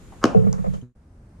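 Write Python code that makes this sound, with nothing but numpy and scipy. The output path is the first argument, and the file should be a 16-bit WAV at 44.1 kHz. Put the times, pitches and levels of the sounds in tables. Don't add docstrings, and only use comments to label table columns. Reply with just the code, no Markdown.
import sys
import numpy as np
from scipy import signal
from scipy.fft import rfft, irfft, next_fast_len
from scipy.io import wavfile

SR = 44100
rng = np.random.default_rng(int(sys.argv[2]) if len(sys.argv) > 2 else 0)


def file_out(sig):
    cols = np.atleast_2d(sig).T
    lim = np.clip(cols, -1, 1)
    pcm = np.round(lim * 32767).astype(np.int16)
    wavfile.write(sys.argv[1], SR, pcm)


N = 61739

# frequency in Hz, relative level in dB.
TONE_BEFORE = [(47, -29.5), (85, -0.5), (380, -14), (731, -23.5), (1350, -25.5), (5130, -37.5),
               (6820, -33.5), (12000, -41), (15000, -57.5)]
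TONE_AFTER = [(15, -29), (25, -2.5), (88, -3.5), (243, -15), (383, -22.5), (1600, -35.5), (3450, -50.5),
              (5600, -47.5), (7300, -50.5), (9000, -47.5), (12000, -58.5)]
# frequency in Hz, left-right correlation.
TONE_LIKENESS = [(50, 1), (300, 0.99), (1500, 0.12)]
REVERB_LIKENESS = [(120, 0.15), (280, 0.53), (1200, 0.15), (6000, 0.61)]
# frequency in Hz, time to fall 60 dB in seconds.
REVERB_T60 = [(200, 0.57), (1200, 0.45), (6000, 0.29)]
# frequency in Hz, relative level in dB.
SNAP_REVERB = [(53, -48.5), (90, -12), (226, -5), (362, -13.5), (520, -9), (800, -16), (1390, -18),
               (1960, -33.5), (2820, -26), (3570, -39), (5720, -32.5), (10200, -52), (15000, -99)]
TICK_REVERB = [(1400, 7.5), (3000, -17), (6300, 1.5), (9000, -18), (15000, -25)]
# frequency in Hz, relative level in dB.
BUZZ_SPECTRUM = [(120, 5.5), (240, 0.5), (480, -17), (700, -31.5), (1500, -32.5), (3550, -64), (3820, -42),
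                 (4000, -41), (4250, -71), (6650, -44), (7200, -65)]
# time in seconds, level in dB.
RUMBLE_LEVELS = [(0.0, -49.5), (0.706, -36), (0.86, -40.5)]
# frequency in Hz, relative level in dB.
RUMBLE_SPECTRUM = [(15, -3), (35, 5.5), (70, 0), (400, -60)]
GRIP_SPECTRUM = [(250, -32), (800, 2.5), (2000, -19.5), (12000, -48)]
BRUSH_SPECTRUM = [(530, -48), (900, 0), (2650, -8.5), (6270, -4.5), (14000, -34)]
SCUFF_SPECTRUM = [(320, -23), (500, 18), (740, 3.5), (1400, -42)]
SCRAPE_SPECTRUM = [(900, 0), (1150, 6), (1550, -10.5), (2100, -8), (3200, -36), (14000, -49)]
# start in seconds, boom, knock, scuff and scrape in dB, contact in seconds.
CAMERA_BUMPS = [(0.347, -4, -10, -21.5, -38.5, 0.01384), (0.434, -16.5, -29.5, -27, -37, 0.012),
                (.467, -10.5, -25, -30.5, -34.5, 0.0065), (.530, -31, -37.5, -39, -35.5, 0.0083),
                (.579, -17, -37.5, -33, -36, .012), (0.642, -53, -36, -24.5, -35.5, 0.0051),
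                (.659, -15, -33.5, -24.5, -38, 0.0138), (.736, -24, -45, -33, -38, 0.0074)]
# frequency in Hz, gain in dB, T60 in seconds, left over right in dB.
BOOM_MODES = [(114.6, -8, 0.4, -6.5), (145.2, -4, 0.39, -4), (186.1, -3.5, 0.46, -5),
              (195.4, 0, 0.19, -4.5)]
KNOCK_MODES = [(441, -1.5, 0.3, 8.5), (457.2, -0.5, 0.12, 10), (508, -5, 0.31, 4), (676, 18.5, 0.017, 1.5),
               (744, -8, 0.14, 3)]
# frequency in Hz, level in dB, T60 in seconds.
TICK_MODES = [(870, -31.5, 0.015), (4860, -36, 0.017), (5770, -25.5, 0.0053), (6290, -15, 0.0043)]
# start in seconds, gain in dB.
CLINK_HITS = [(.7405, -46.5), (.812, -48.5)]
# centre in Hz, width in Hz, gain in dB.
CLINK_BANDS = [(3066, 170, -2), (6530, 420, -6.5)]
# start in seconds, level in dB, length in seconds.
FINGER_SLIPS = [(0.2145, -37.5, .0115), (0.2275, -25, 0.015)]
# lag in seconds, gain in dB, left over right in dB.
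CRACK_CONTACTS = [(0, 2, 2.5), (.00095, -9.5, 0.5), (.0017, -15, -15.5)]
# frequency in Hz, relative level in dB.
SLIP_SPECTRUM = [(100, -20.5), (400, -0.5), (750, -7), (1150, 6), (2000, -16.5), (3200, -30.5), (5500, -24),
                 (14000, -49)]
CRACK_SPECTRUM = [(300, -21), (880, -14), (1080, -1), (1380, -0.5), (1600, -1.5), (1900, -19), (2450, -24),
                  (3050, -11.5), (3700, -27.5), (4600, -19), (6000, -20), (7200, -25), (8500, -43),
                  (15000, -44.5)]
PALM_SPECTRUM = [(50, -33.5), (170, -9.5), (250, 1), (420, -5), (620, -14), (800, -18.5), (3000, -67.5)]


def amp(db):
    return 10 ** (np.asarray(db) / 20)


def unit(x):
    return x / np.sqrt(np.mean(x ** 2) + 1e-20)


def along(points, hz):
    freqs, values = np.transpose(points)
    return np.interp(np.log(hz + 1), np.log(freqs + 1), values)


def since(s):
    return np.maximum(np.arange(N) / SR - s, 0)


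def strike(s, rise, t60):
    t = since(s)
    return (1 - np.exp(-t / rise)) * amp(-60 * t / t60)


def filtered(x, response):
    size = next_fast_len(N + SR // 2)
    return irfft(rfft(x, size) * response(np.fft.rfftfreq(size, 1 / SR)), size)[..., :N]


def delayed(x, s):
    return filtered(x, lambda hz: np.exp(-2j * np.pi * hz * s))


def noise(spectrum, likeness):
    def mid_side(hz):
        angle = np.arccos(np.clip(along(likeness, hz), -1, 1)) / 2
        return amp(along(spectrum, hz)) * [np.cos(angle), np.sin(angle)]
    mid, side = filtered(rng.standard_normal((2, N)), mid_side)
    return unit(np.array([mid + side, mid - side]))


def band(centre_hz, width_hz):
    white = rng.standard_normal((2, N))
    return unit(filtered(white, lambda hz: np.exp(-((hz - centre_hz) / width_hz) ** 2)))


def ring(modes, s, rise):
    return sum(amp(db) * strike(s, rise, t60) * np.sin(2 * np.pi * hz * since(s))
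               for hz, db, t60 in modes)


def click(spectrum, s):
    size = next_fast_len(2 * N)
    cepstrum = irfft(np.log(amp(along(spectrum, np.fft.rfftfreq(size, 1 / SR)))), size)
    cepstrum[1:size // 2] *= 2
    cepstrum[size // 2 + 1:] = 0
    response = irfft(np.exp(rfft(cepstrum)), size)
    return np.pad(response, (round(s * SR), 0))[:N]


def room_tone():
    return amp(-47) * noise(TONE_BEFORE, TONE_LIKENESS) + amp(-70.5) * band(6830, width_hz=130)


def returning_tone(start_s=0.95, swell_db_per_s=12.5):
    t = since(start_s)
    onset = 1 - np.exp(-t / 0.0033)
    return amp(-51 + swell_db_per_s * t) * onset * noise(TONE_AFTER, TONE_LIKENESS)


def reverb(s, spectrum, rise_s=0.0024):
    hz, t, frames = signal.stft(noise(spectrum, REVERB_LIKENESS), SR, nperseg=256)
    decay = amp(-60 * np.maximum(t - s, 0) / along(REVERB_T60, hz)[:, None])
    tail = signal.istft(frames * decay, SR)[1][:, :N]
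    return tail * (1 - np.exp(-since(s) / rise_s))


def buzz(start_s=0.824, end_s=0.93, pitch_hz=122.5):
    hz = pitch_hz * np.arange(1, 61)
    phases = rng.normal(0, 0.82, (len(hz), 1))
    harmonics = np.sin(2 * np.pi * hz[:, None] * since(start_s) + phases)
    pulses = amp(along(BUZZ_SPECTRUM, hz)) @ harmonics
    ending = np.clip((end_s - since(0)) / 0.01, 0, 1)
    return amp(-37.5) * pulses * strike(start_s, rise=0.00096, t60=0.21) * ending


def hand():
    grip = strike(0.122, rise=0.0012, t60=0.22) * noise(GRIP_SPECTRUM, [(800, 0.55)])
    brush = strike(0.735, rise=0.0012, t60=0.156) * noise(BRUSH_SPECTRUM, [(3000, 0.48)])
    rumble_db = np.interp(since(0), *np.transpose(RUMBLE_LEVELS))
    rumble = amp(rumble_db) * noise(RUMBLE_SPECTRUM, [(40, 0.27)])
    return amp(-46.5) * grip + amp(-52.5) * brush + rumble


def housing(modes, s, rise):
    out = np.zeros((2, N))
    for hz, db, t60, pan_db in modes:
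        mode = ring([(hz, db + rng.normal(0, 1), t60)], s, rise)
        out += np.outer([amp(pan_db / 2), -amp(-pan_db / 2)], mode)
    return out


def camera_bumps():
    scuff = noise(SCUFF_SPECTRUM, [(700, -0.88)])
    scrape = noise(SCRAPE_SPECTRUM, [(1200, -0.88), (3000, 0.3)])
    out = np.zeros((2, N))
    for s, boom_db, knock_db, scuff_db, scrape_db, contact_s in CAMERA_BUMPS:
        out += amp(boom_db) * housing(BOOM_MODES, s + contact_s / 2, rise=contact_s)
        out += amp(knock_db) * housing(KNOCK_MODES, s, rise=contact_s / 2)
        friction = amp(scuff_db) * scuff + amp(scrape_db) * scrape
        out += friction * strike(s, rise=contact_s / 2, t60=0.11)
    return out


def coin(landing_s=0.5286, left_lag_s=0.00004):
    splash = noise([(3500, -28), (6000, -2.5), (14000, -12)], [(6000, 0.56)])
    crack = amp(-39) * splash * strike(landing_s, rise=0.0001, t60=0.008)
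    tick = ring(TICK_MODES, landing_s, rise=0.00031)
    stereo_tick = np.array([delayed(tick, left_lag_s), tick])
    metal = sum(amp(db) * band(hz, width_hz) for hz, width_hz, db in CLINK_BANDS)
    clinks = metal * sum(amp(db) * strike(s, rise=0.0012, t60=0.063) for s, db in CLINK_HITS)
    return stereo_tick + crack + amp(-47) * reverb(landing_s, TICK_REVERB) + clinks


def finger_snap(snap_s=0.2408, palm_lag_s=0.0022, echo_lag_s=0.0128, dull_hz=4200):
    slips = sum(amp(db) * strike(s, rise=0.0023, t60=0.1) * (since(s) < length)
                for s, db, length in FINGER_SLIPS)
    splash = noise([(1200, -4.0), (2200, -15.0), (6000, -3.5), (9000, -26)], [(1000, 0.7)])
    crack = amp(-19) * splash * strike(snap_s, rise=0.0002, t60=0.012)
    for lag, db, pan_db in CRACK_CONTACTS:
        balance = amp([[pan_db / 2], [-pan_db / 2]])
        crack += balance * amp(23 + db) * click(CRACK_SPECTRUM, snap_s + lag)
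    palm = amp(35.5) * click(PALM_SPECTRUM, snap_s + palm_lag_s)
    direct = slips * noise(SLIP_SPECTRUM, [(1000, 1.0)]) + crack + palm
    dull_crack = filtered(crack, lambda hz: 1 / (1 + 1j * hz / dull_hz) ** 2)
    echo = delayed(amp(-10) * dull_crack + amp(-3) * palm, echo_lag_s)
    scatter = amp(-19.5) * splash * strike(snap_s + echo_lag_s, rise=0.00042, t60=0.012)
    return direct + echo + scatter + amp(-21) * reverb(snap_s + palm_lag_s, SNAP_REVERB)


def scene(dropout_s=0.778, fade_db_per_s=211):
    flick = finger_snap() + coin() + camera_bumps() + hand() + room_tone()
    dropout = amp(-fade_db_per_s * since(dropout_s))
    return flick * dropout + returning_tone() + buzz()


def record(dry, soft_hz=13000, limit_hz=15500):
    return filtered(dry, lambda hz: (hz < limit_hz) / np.sqrt(1 + (hz / soft_hz) ** 10))


dry = scene()
out = record(dry)
file_out(out)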